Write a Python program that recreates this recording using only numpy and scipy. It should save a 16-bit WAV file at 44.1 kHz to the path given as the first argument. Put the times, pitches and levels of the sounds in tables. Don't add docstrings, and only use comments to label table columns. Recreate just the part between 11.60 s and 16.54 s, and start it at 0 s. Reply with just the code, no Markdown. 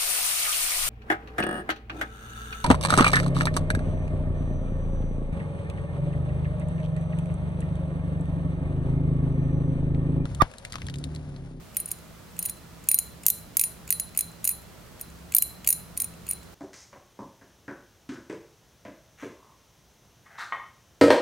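import sys
import numpy as np
from scipy import signal
from scipy.fft import rfft, irfft
from scipy.io import wavfile

SR = 44100
rng = np.random.default_rng(int(sys.argv[2]) if len(sys.argv) > 2 else 0)


def wav_out(sig):
    wavfile.write(sys.argv[1], SR, np.round(np.clip(np.atleast_2d(sig).T, -1, 1) * 32767).astype(np.int16))


N = 218030

# t/s, snap level/dB, spring t60/s
SNAPS = [(0.168, -19.5, 0.062), (0.2007, -30, .06), (0.2577, -40, .025), (0.288, -56, 0.019),
         (0.3152, -26.5, 0.028), (0.791, -24.5, 0.052), (0.827, -30, 0.037), (0.8524, -31, 0.02),
         (0.8587, -24, 0.061), (0.896, -30, 0.049), (1.2875, -14.5, 0.064), (1.3144, -15, .07),
         (1.3437, -12, 0.056), (1.3877, -17.5, 0.037), (1.6649, -10, 0.083), (1.6828, -11.5, .06),
         (1.7012, -12.5, .025), (1.9695, -14, 0.017), (1.9951, -16, 0.046), (2.0126, -14.5, 0.051),
         (2.0378, -18.5, 0.11), (2.3046, -15.5, 0.066), (2.3254, -18, 0.076), (2.398, -23.5, 0.053),
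         (2.5747, -19.5, 0.028), (2.5895, -20, 0.031), (2.608, -25, 0.028), (2.843, -28, 0.024),
         (2.8514, -21, 0.042), (2.875, -17.5, .08), (2.8914, -17.5, 0.13), (2.912, -31.5, 0.077),
         (3.4119, -30.5, 0.061), (3.7487, -9, 0.029), (3.7652, -12, 0.051), (3.784, -10, .025),
         (3.8229, -13, 0.086), (4.0742, -14, .025), (4.089, -12.5, 0.13), (4.104, -12, .06),
         (4.1269, -18, 0.039), (4.375, -28, 0.034), (4.4011, -24, 0.11), (4.4191, -24, 0.033),
         (4.443, -33, 0.04), (4.6887, -33, 0.14), (4.7107, -25.5, 0.021), (4.732, -44, .03)]
# t/s, tick level/dB, spring gain/dB, lip level/dB, skirt gain/dB
TWISTS = [(0.146, -47.5, 0, -62, -3), (0.765, -48, -2, -43, -0.5), (1.239, -48, 5.5, -45, 2),
          (1.634, -41.5, -3.5, -47, -1.5), (1.95, -58, 3, -37, -4), (2.276, -40, 0, -29.5, 3.5),
          (2.548, -43.5, 4, -46, 3), (2.83, -56, 0, -33.5, -1), (3.395, -49, -9.5, -54, -0.5),
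          (3.721, -35, 0, -49, 2.5), (4.045, -37.5, 2, -40, -2.5), (4.368, -43.5, 0.5, -54, -3.5),
          (4.666, -41.5, 2.5, -46, 1.5)]
# f/Hz, width/Hz, relative level/dB
BODY_MODES = [(2225, 570, -26.5), (2640, 560, -13), (4360, 330, -20), (5060, 350, -23), (7020, 220, -8),
              (7700, 490, -8.5), (8530, 190, -18), (9080, 140, -4.5), (10260, 170, -2), (10750, 400, -2),
              (11460, 220, -8.5), (12067, 290, 3), (12300, 230, -1.5), (13600, 900, -33),
              (13970, 230, -0.5), (16000, 170, -8.5)]
# f/Hz, level re snap/dB, t60/s
SPOOL_MODES = [(7150, -50, 0.14), (9800, -25.5, 0.3), (11990, -38, 0.09), (12000, -32, 0.14),
               (14270, -31, 0.2)]
# f/Hz, relative level/dB
SKIRT_MODES = [(4067, -39.5), (4085, -45.5)]
# f/Hz, relative density/dB
FAN_AIR = [(15, -65), (25, -13), (64, -7.5), (119, -4), (140, -12.5), (169, 1), (193, -7), (281, -12.5),
           (582, -17), (804, -19.5), (1380, -19.5), (1570, -22.5), (2060, -24), (2490, -26), (15500, -34)]
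# f/Hz, side re mid/dB
FAN_SIDE = [(60, -1), (110, -11), (200, -7), (380, -1.5), (700, -2), (1290, -4), (2380, -3), (4400, -2.5),
            (8120, -3), (15000, -2.5)]
# f/Hz, width/Hz, relative level/dB
FAN_HUM = [(67.3, 9.2, -55.5), (123, 15, -62), (167.9, 3.6, -57.5), (638, 42, -66)]


def from_db(db):
    return 10 ** (np.asarray(db) / 20)


def unit_rms(x):
    return x / np.sqrt(np.mean(x ** 2) + 1e-20)


def spectrum_gain(points, hz):
    points_hz, db = np.transpose(points)
    return from_db(np.interp(np.log(hz + 1e-9), np.log(points_hz), db))


def seconds(samples):
    return np.arange(samples) / SR


def add(track, at_s, sound):
    i = round(at_s * SR)
    track[i:i + len(sound)] += sound[:N - i]


def decay(t, t60_s):
    return np.exp(-np.log(1000) * t / t60_s)


def ring(t, hz, t60_s):
    return np.sin(2 * np.pi * hz * t) * decay(t, t60_s)


def stereo(mid, side):
    return np.array([mid + side, mid - side])


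def resonance(x, hz, width_hz):
    r = np.exp(-np.pi * width_hz / SR)
    feedback = [1, -2 * r * np.cos(2 * np.pi * hz / SR), r * r]
    return signal.lfilter(np.array([1, 0, -1]) * (1 - r * r) / 2, feedback, x)


def twists():
    ends_s = [row[0] for row in TWISTS[1:]] + [N / SR]
    for row, end_s in zip(TWISTS, ends_s):
        yield row, [snap for snap in SNAPS if row[0] <= snap[0] < end_s]


def contact(brightness, chatter_s, bounce_db, bounce_s=0.0019, vary_db=3, pivot_hz=9500, low_cut_hz=1950):
    t = seconds(1024)
    since_bounce_s = t - bounce_s * rng.uniform(0.72, 1.15)
    bounce = (since_bounce_s > 0) * np.exp(-np.abs(since_bounce_s) / chatter_s)
    force = (np.exp(-t / chatter_s) + from_db(bounce_db) * bounce) * rng.standard_normal(len(t))
    out = 0
    for hz, width_hz, db in BODY_MODES:
        tilt_db = 1.09 * brightness * np.tanh(2 * np.log2(hz / pivot_hz))
        out += from_db(db + tilt_db + rng.normal(0, vary_db)) * unit_rms(resonance(force, hz, width_hz))
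    out = signal.sosfilt(signal.butter(4, low_cut_hz, "high", fs=SR, output="sos"), out)
    return out / np.sqrt(np.mean(out[:SR // 200] ** 2))


def snaps(hard_db=-14.5, brightness_per_db=1.88):
    out = np.zeros(N)
    for at_s, db, _ in SNAPS:
        brightness = -0.5 + brightness_per_db * max(db - hard_db, 0)
        add(out, at_s, from_db(db) * contact(brightness, chatter_s=0.0012, bounce_db=-9))
    return out


def spring(spring_hz=9614, spread_hz=14, base_db=-7.5, snap_share=0.35, ramp_s=0.001,
           twang_db=-7.5, sharp_hz=60, twang_t60_s=0.028, lip_hz=10250, lip_t60_s=0.21):
    out, t = np.zeros(N), seconds(SR // 2)
    attack = 1 - np.exp(-t / ramp_s)
    for (_, _, spring_gain_db, lip_db, _), run in twists():
        stops_s = [snap[0] for snap in run[1:]] + [N / SR]
        for (at_s, db, t60_s), stop_s in zip(run, stops_s):
            hz = spring_hz + rng.normal(0, spread_hz)
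            length_db = -2.5 * np.log2(t60_s / twang_t60_s)
            gain = from_db(base_db + spring_gain_db + snap_share * db + length_db)
            twang = from_db(twang_db) * ring(t, hz + sharp_hz, twang_t60_s)
            lip = from_db(lip_db) * ring(t, lip_hz, lip_t60_s)
            tone = gain * (ring(t, hz, t60_s) + twang) + lip
            gate = np.clip((stop_s - at_s - t) / ramp_s + 1, 0, 1)
            add(out, at_s, tone * gate * attack)
    return out


def spool(vary_db=0.5, max_lag_s=0.0017):
    out, t = np.zeros(N), seconds(SR // 2)
    modes = np.array([from_db(db) * ring(t, hz, t60_s) for hz, db, t60_s in SPOOL_MODES])
    for at_s, db, _ in SNAPS:
        lag_s = rng.uniform(0, max_lag_s)
        gains = from_db(db + rng.normal(0, vary_db, len(modes)))
        add(out, at_s + lag_s, gains @ modes)
    return out


def skirt(snap_share=0.46, swell_s=0.014, t60_s=0.48):
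    energy, t = np.zeros(N), seconds(SR // 2)
    pulse = (1 - np.exp(-t / swell_s)) * decay(t, t60_s)
    since_snap_s = seconds(N)
    for (*_, skirt_gain_db), run in twists():
        for at_s, db, _ in run:
            add(energy, at_s, (from_db(snap_share * db + skirt_gain_db) * pulse) ** 2)
            i = round(at_s * SR)
            since_snap_s[i:] = seconds(N - i)
    pair = sum(sign * from_db(db) * np.sin(2 * np.pi * hz * since_snap_s)
               for sign, (hz, db) in zip((1, -1), SKIRT_MODES))
    return np.sqrt(energy) * pair


def scrapes(level_db=-44.5, vary_db=1.5, climb_s=0.012, grains=3, max_gap_s=0.05):
    out = np.zeros(N)
    snaps_s = np.array(SNAPS)[:, 0]
    for at_s in snaps_s[1:][np.diff(snaps_s) < max_gap_s]:
        leads_s = rng.uniform(0, climb_s, grains)
        for lead_s, db in zip(leads_s, rng.normal(level_db, vary_db, grains)):
            grain = contact(brightness=-7, chatter_s=0.0019, bounce_db=-9.5)
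            add(out, at_s - lead_s, from_db(db) * grain)
    return out


def play_ticks(seat_share=0.55, seat_gain_db=-2, let_go_after_s=0.085, let_go_db=-53):
    out = np.zeros(N)
    for (start_s, tick_db, *_), run in twists():
        seat_s = start_s + seat_share * rng.uniform(0.8, 1.2) * (run[0][0] - start_s)
        let_go_s = run[-1][0] + let_go_after_s * rng.uniform(0.8, 1.3)
        for at_s, db in [(start_s, tick_db), (seat_s, tick_db + seat_gain_db), (let_go_s, let_go_db)]:
            add(out, at_s, from_db(db) * contact(brightness=-13.5, chatter_s=0.0017, bounce_db=0))
    return out


def off_axis(x, lead_s=5e-6, shade_db=-1, shade_hz=12000):
    hz = np.fft.rfftfreq(N, 1 / SR)
    split = np.array([[0.5], [-0.5]])
    arrival = np.exp(2j * np.pi * hz * lead_s * split)
    shade = from_db(shade_db * (hz / shade_hz) ** 2 * split)
    return irfft(rfft(x) * arrival * shade, N)


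def reflections(x, wet_db, t60_s, side_db, first_s, cutoff_hz):
    t = seconds(SR // 2)
    mid, side = rng.standard_normal((2, len(t))) * decay(t, t60_s) * (t > first_s)
    response = stereo(mid, from_db(side_db) * side) / np.sqrt(np.sum(mid ** 2))
    response = signal.sosfilt(signal.butter(2, cutoff_hz, fs=SR, output="sos"), response)
    return from_db(wet_db) * signal.fftconvolve(x[None], response, axes=1)[:, :N]


def fans(air_db=-49, hum_gain_db=-0.5, hum_side_db=-10, left_re_right_db=-1.5):
    hz = np.fft.rfftfreq(N, 1 / SR)
    mid, side = rfft(rng.standard_normal((2, N))) * spectrum_gain(FAN_AIR, hz)
    mid, side = irfft(mid, N), irfft(side * spectrum_gain(FAN_SIDE, hz), N)
    out = from_db(air_db) * stereo(mid, side) / np.std(mid)
    for line_hz, width_hz, db in FAN_HUM:
        line = 1 / (1 + ((hz - line_hz) / width_hz) ** 2)
        mid, side = unit_rms(irfft(rfft(rng.standard_normal((2, N))) * line, N))
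        out += from_db(db + hum_gain_db) * stereo(mid, from_db(hum_side_db) * side)
    return out * from_db([[left_re_right_db / 2], [-left_re_right_db / 2]])


def scene():
    contacts = snaps() + scrapes() + play_ticks()
    spring_ring, spool_ring = spring(), spool()
    direct = off_axis(contacts + spring_ring + spool_ring + skirt())
    desk = reflections(contacts, wet_db=-10.5, t60_s=0.04, side_db=-12, first_s=0.0016, cutoff_hz=12900)
    room_send = contacts + from_db(-3.5) * spring_ring + spool_ring
    room = reflections(room_send, wet_db=-17.5, t60_s=0.33, side_db=-4, first_s=0.0089, cutoff_hz=13300)
    return direct + desk + room + fans()


def record(dry, threshold_db=-15, slope=0.31, release_db_per_s=330, attack_s=0.0021, cutoff_hz=15900):
    fall_db = release_db_per_s * seconds(N)
    peak_db = 20 * np.log10(np.abs(dry).max(axis=0) + 1e-9)
    held_db = np.maximum.accumulate(peak_db + fall_db) - fall_db
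    pole = np.exp(-1 / (attack_s * SR))
    duck_db = signal.lfilter([1 - pole], [1, -pole], slope * np.maximum(held_db - threshold_db, 0))
    low_pass = signal.ellip(10, 0.3, 70, cutoff_hz, fs=SR, output="sos")
    return signal.sosfilt(low_pass, np.clip(dry * from_db(-duck_db), -1, 1))


dry = scene()
out = record(dry)
wav_out(out)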